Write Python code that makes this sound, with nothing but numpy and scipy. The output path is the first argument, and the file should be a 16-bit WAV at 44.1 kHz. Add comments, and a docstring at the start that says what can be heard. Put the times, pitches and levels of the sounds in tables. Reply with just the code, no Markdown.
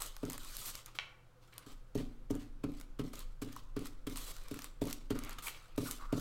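"""A wooden desk in a small quiet room: a glue stick is drawn over a paper card lying on tissue paper,
about three strokes a second. Each landing is an impact that excites the modes of the desk, which also
sways on its legs. Each drag makes friction noise, a hiss of fibres over the rasp of the sheet; creases
buckle with small snaps, and the tacky glue sometimes squeaks by stick-slip.
Once the card is turned round with a sharp click."""
import sys
import numpy as np
from scipy import signal
from scipy.fft import rfft, irfft, next_fast_len
from scipy.io import wavfile
from scipy.ndimage import uniform_filter1d, map_coordinates

SR = 44100
rng = np.random.default_rng(int(sys.argv[2]) if len(sys.argv) > 2 else 0)


def store_wav(level_fs):
    """Save 16-bit WAV to argv[1]."""
    pcm = np.round(np.clip(np.atleast_2d(level_fs), -1, 1) * 32767)
    wavfile.write(sys.argv[1], SR, pcm.T.astype(np.int16))


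N = 273682

# reverberation time of the room: f/Hz, T60/s
ROOM_T60 = [(150, 0.87), (500, 0.54), (1300, 0.63), (3500, 0.36), (8000, 0.34), (15000, 0.095)]
# early reflections of a knock: delay/s, gain
KNOCK_ECHOES = [(.0074, .24), (.0139, 0.032), (.026, .3), (.0495, .33)]
# direct path of a click and two reflections off a near surface: delay/s, gain
CLICK_PATHS = [(0, 0.96), (0.0081, 0.23), (0.0108, 0.2)]

# spectral shapes: f/Hz, relative density level/dB
AIR_SPECTRUM = [(18, -44), (30, -14), (58, -12.5), (124, -7.5), (233, -24.5), (345, -19), (449, -26.5),
                (499, -13), (584, -25), (1500, -25.5), (1670, -31.5), (1860, -32), (16000, -48)]  # room noise
HISS_SPECTRUM = [(1500, -64), (3000, 4.5), (4200, 5.5), (5500, 1), (8000, 2), (10000, -4.5), (12500, -3.5),
                 (15500, -7.5)]  # paper fibres rubbing
SKID_SPECTRUM = [(4000, -16.5), (7000, -6.5), (8300, -5), (9600, -9), (12200, -4.5), (14000, -10),
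                 (15800, -13.5)]  # fibres in fast sliding
RASP_SPECTRUM = [(200, -4), (500, 0), (800, -3), (1200, 7.5), (1700, -3), (2300, 0), (3300, -4), (4800, -9),
                 (9000, -38)]  # the rubbed sheet
LURCH_SPECTRUM = [(4, -7), (11, -4.5), (25, -7), (40, -28.5), (100, -32), (250, -60), (600, -120)]
CRACK_SPECTRUM = [(800, -26), (2500, -1.5), (5000, 0.5), (8000, 2), (15000, 1.5), (17000, -34.5)]
FLAP_SPECTRUM = [(300, -15), (1200, -1.5), (2400, -8), (5000, -22.5)]
CRUNCH_SPECTRUM = [(400, 5.5), (1200, -8.5), (3000, -4.5), (7000, -7.5), (15000, -11)]

# normal modes: f/Hz, relative level/dB, T60/s
CARD_MODES = [(1150, -20, 0.04), (1490, -14, 0.023), (1950, -20, 0.022), (2320, -3.5, 0.028),
              (2720, 0, 0.009), (3130, 3, 0.0076), (3850, -6, 0.0078), (5360, -14, 0.0072)]  # the stiff card
DESK_MODES = [(76.4, -53.5, 1), (111.9, -35.5, 0.2), (127.5, -18, 0.31), (160.8, -10.5, 0.11),
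              (236.5, -19, 0.55), (260.1, -17, 0.36), (287, -13.5, 0.29), (289, 5.5, 0.027),
              (354.5, -26, 0.72), (403.7, -4.5, 0.07), (438, -31.5, 0.48), (548, -19.5, 0.085),
              (588, -37, 0.41), (662, -46.5, 0.5), (748, -28.5, 0.24), (870, -45, 0.28)]  # the wooden desk
THUD_MODES = [(567, 2.5, 0.037), (631, 5, 0.03), (897, -1, 0.039)]  # added by a hard impact

# envelope of the desk rocking on its legs: t/s, level/dB
SWAY_ENVELOPE = [(0.0, -55.5), (0.38, -49), (0.8, -54.5), (0.94, -64), (1.57, -70.5), (1.73, -51.5),
                 (1.85, -58), (1.99, -46.5), (2.26, -51), (2.33, -48.5), (2.52, -48), (2.62, -50),
                 (4.54, -49), (4.59, -55), (5.22, -45), (5.48, -56.5), (6.12, -49), (6.15, -57)]
# flicks and taps of the card: t/s, level/dB
CARD_TAPS = [(0.988, -18.5), (1.533, -44), (5.4833, -26.5), (5.547, -41)]
# the glue sticks and slips: t/s, duration/s, f/Hz, level/dB
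GLUE_SQUEAKS = [(3.562, 0.01, 1074, -45.5), (5.467, 0.0091, 2320, -41.5), (5.846, 0.046, 1344, -52.5),
                (5.88, 0.027, 1190, -51.5), (5.981, 0.098, 1180, -53.5), (6.064, 0.24, 1234, -55.5)]
# a crease gives or the glue lets go: t/s, crack level/dB, relative flap level/dB
LOUD_SNAPS = [(0.0197, -22, -13.5), (0.0602, -31.5, -20), (0.064, -31, -27), (0.165, -37.5, -4),
              (0.2519, -35.5, -9), (0.299, -29, -12), (0.3072, -35, -8), (0.3202, -32, -10),
              (0.331, -28.5, -26), (0.3788, -31, -9), (0.5671, -24.5, -27), (0.6583, -33.5, -8),
              (0.7528, -31.5, -19), (0.8599, -31.5, -35), (1.58, -31.5, -10), (2.3096, -36, -10),
              (2.3518, -39, -7), (2.799, -40.5, -8), (2.811, -39.5, -0.5), (3.1556, -36, -26),
              (3.1916, -36, -18), (3.204, -37.5, -11), (3.5279, -40, -11), (3.5625, -40.5, -7),
              (3.7914, -38.5, -18), (3.856, -36.5, -7), (3.8694, -35.5, -12), (4.0975, -36.5, -28),
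              (4.158, -35, -3.5), (4.1715, -28.5, -18), (4.3653, -39.5, -5), (4.4837, -37, -20),
              (4.5418, -36, -2.5), (4.59, -36.5, 3.5), (4.6197, -33.5, -13), (4.6426, -30, -10),
              (4.8535, -37, -11), (4.8713, -37, -9), (4.8998, -36, -11), (4.909, -32, -22),
              (4.9275, -26.5, -30), (5.189, -31.5, -12), (5.248, -34.5, -11), (5.2935, -35, 0),
              (5.778, -36, -5), (5.9106, -23.5, -36)]
# the stick drags or a sheet slides: t/s, duration/s, final hiss/dB, final rasp/dB, swell of hiss/dB
DRAGS = [(0.0, 0.076, -53, -57, -8), (0.096, 0.15, -67, -70, -4), (0.251, 0.099, -54.5, -55.5, 12.5),
         (0.389, 0.3143, -47.5, -57, 9.5), (0.731, 0.053, -55, -56.5, 2), (0.86, 0.065, -79, -66.5, -13),
         (0.946, 0.01, -58.5, -57.5, 2), (1.413, .1, -76.5, -74.5, -2), (1.522, 0.11, -73.5, -64, -3),
         (1.667, 0.059, -64, -65.5, 5), (1.96, 0.047, -58, -53, 2.5), (2.338, 0.092, -67.5, -64.5, 2),
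         (2.684, 0.146, -70.5, -67, -0.5), (3.033, 0.05, -64, -63.5, 5), (3.136, 0.069, -58.5, -59, -0.5),
         (3.435, .15, -62.5, -62.5, 8.5), (3.786, 0.089, -59, -59, 3.5), (4.087, 0.11, -57, -61, 0),
         (4.156, .16, -50, -56.5, 2.5), (4.352, 0.17, -68, -64, -4.5), (4.53, 0.13, -59.5, -59.5, 1),
         (4.833, 0.079, -52, -53.5, 10), (5.142, .195, -62.5, -53, 2.5), (5.421, 0.061, -44.5, -52, 1),
         (5.543, 0.28, -84, -69, -3), (5.782, 0.13, -45, -52, 12.5), (5.977, 0.08, -88, -65.5, -7),
         (6.141, 0.058, -52, -61, 8)]
# the stick lands, or a finger bumps the desk:
# t/s, knock level/dB, hardness/dB, scuff level/dB, hiss of the first slip/dB
IMPACTS = [(0.231, -27.5, -7, -48.5, -64), (1.666, -45.5, -38.5, -61, -64.5),
           (1.952, -24.5, -8.5, -54.5, -57.5), (2.304, -24.5, -10, -49, -56),
           (2.638, -26.5, -30, -47.5, -64), (2.993, -27, -25, -47.5, -58), (3.134, -49.5, 8, -56, -58),
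           (3.419, -31.5, -40, -48, -52), (3.765, -28, -18, -47, -60), (4.07, -31, -23, -45.5, -52),
           (4.512, -32, -27, -50, -53.5), (4.816, -24.5, -1, -47.5, -52.5), (5.105, -24, -12, -43, -53.5),
           (5.386, -56, -10, -48, -54), (5.778, -24, -6, -44.5, -51.5), (6.126, -22, -4, -44.5, -56.5)]

ATTACK_S, RELEASE_S = 0.0058, 0.017  # a stroke takes hold and lets go
TAIL_DB, TAIL_DB_PER_S = -8.5, 113  # the stroke's sound dying away in the room
CRINKLES_PER_S, CRINKLE_OVER_RASP_DB, CRINKLE_SPREAD_DB, CRINKLE_FLAP_DB = 18, 14, 3.5, -12.5
TOP_HZ = 15950


def amp(db):
    """Amplitude ratio of a level."""
    return 10 ** (np.asarray(db) / 20)


def unit_rms(x):
    """Normalisation to rms 1."""
    return x / np.sqrt(np.mean(x ** 2) + 1e-20)


def unit_peak(x):
    """Normalisation to peak 1."""
    return x / (np.abs(x).max() + 1e-20)


def along(points, hz):
    """Interpolation of (f/Hz, value) points on a logarithmic frequency axis."""
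    knots_hz, values = np.transpose(points)
    return np.interp(np.log(hz + 1), np.log(knots_hz + 1), values)


def filtered(x, response):
    """Linear filtering: the spectrum is multiplied by a frequency response."""
    size = next_fast_len(len(x) + 8192)
    return irfft(rfft(x, size) * response(np.fft.rfftfreq(size, 1 / SR)), size)[:len(x)]


def coloured(x, spectrum):
    """Spectral shaping by (f/Hz, level/dB) points, at rms 1."""
    return unit_rms(filtered(x, lambda hz: amp(along(spectrum, hz))))


def resonance(x, centre_hz, width_hz):
    """Forced response of one damped oscillator."""
    return filtered(x, lambda f: 1j * f * width_hz / (centre_hz ** 2 - f * f + 1j * f * width_hz))


def wobble(rate):
    """Smooth random modulation with `rate` knots a second."""
    knots = rng.standard_normal(int(N * rate / SR) + 4)
    return map_coordinates(knots, [np.arange(N) * rate / SR])


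def add(track, start_s, sound):
    """Superposition of a sound on a track."""
    i = max(0, round(start_s * SR))
    track[i:i + len(sound)] += sound[:max(0, N - i)]


def ring(modes, t, scatter_db):
    """Free vibration: a sum of damped modes, each struck with a slightly random strength."""
    return sum(amp(db + scatter_db * rng.standard_normal() - 60 * t / t60) * np.sin(2 * np.pi * hz * t)
               for hz, db, t60 in modes)


def grains(rate, spread_db):
    """Shot noise: `rate` tiny slips a second, of unequal size, at rms 1."""
    slips = (rng.random(N) < rate / SR) * rng.choice([-1, 1], N)
    return unit_rms(slips * amp(spread_db * rng.uniform(-1.5, 1.9, N)))


def background():
    """Ambient noise: the broad spectrum of still air and a faint mains hum."""
    hum = np.sin(2 * np.pi * 120 * np.arange(N) / SR) * amp(1.5 * wobble(5))
    air = coloured(rng.standard_normal(N), AIR_SPECTRUM)
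    return amp(-66.5) * air + amp(-67.5) * hum


def reverberation(x):
    """The diffuse field of the room decays exponentially, the treble first."""
    hz, t, noise = signal.stft(rng.standard_normal(SR // 2), SR, nperseg=256)
    decay = amp(-60 * t / along(ROOM_T60, hz)[:, None])
    tail = signal.istft(noise * decay, SR, nperseg=256)[1]
    tail = np.pad(tail, (round(0.007 * SR), 0))
    return signal.fftconvolve(x, tail / np.linalg.norm(tail))[:N]


def desk_sway():
    """Forced vibration: the pushed desk lurches and rocks at its lowest resonance."""
    hz = 26.3 + 1.195 * wobble(12)
    rocking = np.sqrt(2) * np.sin(2 * np.pi * np.cumsum(hz) / SR) * amp(3.05 * wobble(7.3))
    lurch = coloured(rng.standard_normal(N), LURCH_SPECTRUM)
    level_db = np.interp(np.arange(N) / SR, *np.transpose(SWAY_ENVELOPE))
    return amp(level_db) * (amp(-1) * rocking + amp(0.5) * lurch)


def glue_squeaks():
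    """Stick-slip: irregular slips of tacky glue drive a resonance and chatter in a narrow band."""
    out = np.zeros(N)
    for start_s, length_s, hz, db in GLUE_SQUEAKS:
        n = round(length_s * SR)
        slips = grains(rate=1500, spread_db=0.5)[:n + 2000]  # extra samples let the resonance build
        chatter = resonance(resonance(slips, hz, hz / 4), hz, hz / 3)[-n:]
        add(out, start_s, amp(db) * unit_rms(chatter) * signal.windows.tukey(n, 0.5))
    return out + amp(-13.5) * reverberation(out)


def card_clicks():
    """Impulse response: a tap on its edge rings the card's damped modes, and a near surface reflects."""
    out, t = np.zeros(N), np.arange(SR // 8) / SR
    band = signal.butter(2, [700, 7500], "band", fs=SR, output="sos")
    for start_s, db in CARD_TAPS:
        clack = unit_peak(signal.sosfilt(band, ring(CARD_MODES, t, scatter_db=1)))
        for delay_s, gain in CLICK_PATHS:
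            add(out, start_s + delay_s, amp(db) * gain * clack)
    return out + amp(-8.5) * reverberation(out)


def crinkles():
    """Random buckling within each stroke, louder under a harder one: rows as in LOUD_SNAPS."""
    rows = []
    for start_s, length_s, _, rasp_db, _ in DRAGS:
        delays = (np.arange(8) + rng.random(8)) / CRINKLES_PER_S
        levels = rasp_db + CRINKLE_OVER_RASP_DB + CRINKLE_SPREAD_DB * rng.standard_normal(8)
        rows += [(start_s + delay_s, db, CRINKLE_FLAP_DB)
                 for delay_s, db in zip(delays, levels) if delay_s < length_s]
    return rows


def paper_snaps():
    """Sudden release of strain: a crack coloured by one resonant facet, and a duller flap of the sheet."""
    out, t = np.zeros(N), np.arange(SR // 40) / SR
    crack_decay = np.exp(-t / 0.00076) + 0.086 * np.exp(-t / 0.0097)
    for start_s, db, flap_db in LOUD_SNAPS + crinkles():
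        crack_noise, flap_noise = rng.standard_normal((2, len(t)))
        facet = crack_noise + 0.88 * resonance(crack_noise, rng.uniform(4250, 8100), width_hz=1500)
        crack = unit_peak(coloured(facet, CRACK_SPECTRUM) * crack_decay)
        flap = unit_peak(coloured(flap_noise, FLAP_SPECTRUM) * np.exp(-t / 0.0025))
        add(out, start_s + 0.00078, amp(db) * (crack + amp(min(flap_db, 0) - 1) * flap))
    return out


def impact_scuffs():
    """Compression: each impact presses the layers of paper together with a short crunch."""
    out, t = np.zeros(N), np.arange(SR // 10) / SR
    crunch = coloured(grains(rate=4100, spread_db=3.5), CRUNCH_SPECTRUM)
    rise_s = 0.002
    pulse = t / rise_s * np.exp(1 - t / rise_s)
    for start_s, _, _, scuff_db, _ in IMPACTS:
        i = round(start_s * SR)
        add(out, start_s - 0.001, amp(scuff_db - 1.5) * pulse * crunch[i - len(t):i])
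    return out


def flexing(x, depth_db):
    """Spectral modulation: the sheet's many small resonances shift as it bends under the hand."""
    spectra = signal.stft(x, nperseg=512)[2]
    ripple = uniform_filter1d(rng.standard_normal(spectra.shape), size=4, axis=0)  # over frequency
    ripple = uniform_filter1d(ripple, size=9, axis=1)  # over time
    return unit_rms(signal.istft(spectra * amp(depth_db * unit_rms(ripple)), nperseg=512)[1][:N])


def drag_envelope(start_s, length_s, swell_db):
    """Friction noise follows the motion: it takes hold, swells or ebbs, then dies away in the room."""
    t = np.arange(N) / SR - start_s
    attack = np.clip(t / ATTACK_S, 0, 1)
    swell = amp(swell_db * (np.clip(t / length_s, 0, 1) - 1))
    after_s, tail = np.maximum(t - length_s, 0), amp(TAIL_DB)
    release = (1 - tail) * np.exp(-after_s / RELEASE_S) + tail * amp(-TAIL_DB_PER_S * after_s)
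    return attack * swell * release


def sliding_levels():
    """Incoherent sources add in power: hiss and rasp in dB of the drags and each impact's first slip."""
    hiss_power, rasp_power = np.zeros((2, N)) + amp(-120) ** 2
    for start_s, length_s, hiss_db, rasp_db, swell_db in DRAGS:
        hiss_power += (amp(hiss_db) * drag_envelope(start_s, length_s, swell_db)) ** 2
        rasp_power += (amp(rasp_db) * drag_envelope(start_s, length_s, 0.67 * swell_db)) ** 2
    t = np.arange(SR // 3) / SR
    lead_s, slip_s = 0.0048, 0.0095  # the slip begins just ahead of the knock
    release = np.exp(-np.maximum(t - slip_s, 0) / 0.01)
    slip = np.minimum(t / 0.0055, 1) * (release + amp(-14.5 - TAIL_DB_PER_S * t))
    for start_s, _, _, scuff_db, hiss_db in IMPACTS:
        add(hiss_power, start_s - lead_s, (amp(hiss_db) * slip) ** 2)
        add(rasp_power, start_s - lead_s, (amp(scuff_db - 4) * slip) ** 2)
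    return 10 * np.log10(hiss_power), 10 * np.log10(rasp_power)


def paper_friction():
    """Sliding friction: fibres hiss and the sheet rasps. A slow drag crackles, a fast one is brighter."""
    hiss_db, rasp_db = sliding_levels()
    grip = amp(1.94 * wobble(70))  # the drag is never quite even
    slow = 1 / (1 + amp(1.8 * (hiss_db + 56)))  # the hiss level stands for speed
    fast = 1 / (1 + amp(-3 * (hiss_db + 50.5)))
    crackle = (0.17 + 0.92 * slow) * grains(rate=450, spread_db=1)
    fibres = unit_rms(grains(rate=20000, spread_db=1) + crackle) / np.sqrt(0.5 + 0.55 * slow)
    sheet = unit_rms(grains(rate=9000, spread_db=0.5) + 0.5 * grains(rate=300, spread_db=11))
    skid = coloured(grains(rate=12000, spread_db=9), SKID_SPECTRUM)
    hiss = np.sqrt(1 - fast) * coloured(fibres, HISS_SPECTRUM) + np.sqrt(fast) * skid
    hiss = flexing(hiss, depth_db=2.4)
    rasp = flexing(coloured(sheet, RASP_SPECTRUM), depth_db=3)
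    return grip * (amp(hiss_db) * hiss + amp(rasp_db) * rasp)


def desk_knocks():
    """Impact excitation: the stick or a finger rings the desk; a harder blow adds a higher, short thud."""
    wood, t = np.zeros(N), np.arange(SR // 2) / SR
    push = unit_peak(np.sin(2 * np.pi * 92 * t) * t * np.exp(-t / 0.0068))  # the hand's weight follows
    for start_s, db, hardness_db, _, _ in IMPACTS:
        body = unit_peak(ring(DESK_MODES, t, scatter_db=1.86) * (1 - np.exp(-t / 0.0019)))
        thud = unit_peak(ring(THUD_MODES, t, scatter_db=2) * (1 - np.exp(-t / 0.001)))
        add(wood, start_s + 0.00209, amp(db - 0.5) * (body - amp(hardness_db - 7) * thud))
        add(wood, start_s + 0.0046, amp(db - 12.5) * push)
    heard = wood.copy()
    for delay_s, gain in KNOCK_ECHOES:
        add(heard, delay_s, gain * wood)
    return heard + amp(-15.5) * reverberation(wood)


def scene():
    """Superposition of paper, desk, glue and room in one channel."""
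    paper = paper_friction() + paper_snaps() + impact_scuffs()
    paper += amp(-15) * reverberation(paper)
    return (paper + desk_knocks() + card_clicks() + glue_squeaks() + desk_sway() + background())[None]


def record(dry):
    """An ideal low-pass filter removes everything above the band limit."""
    return filtered(dry[0], lambda hz: hz < TOP_HZ)[None]


dry = scene()
out = record(dry)
store_wav(out)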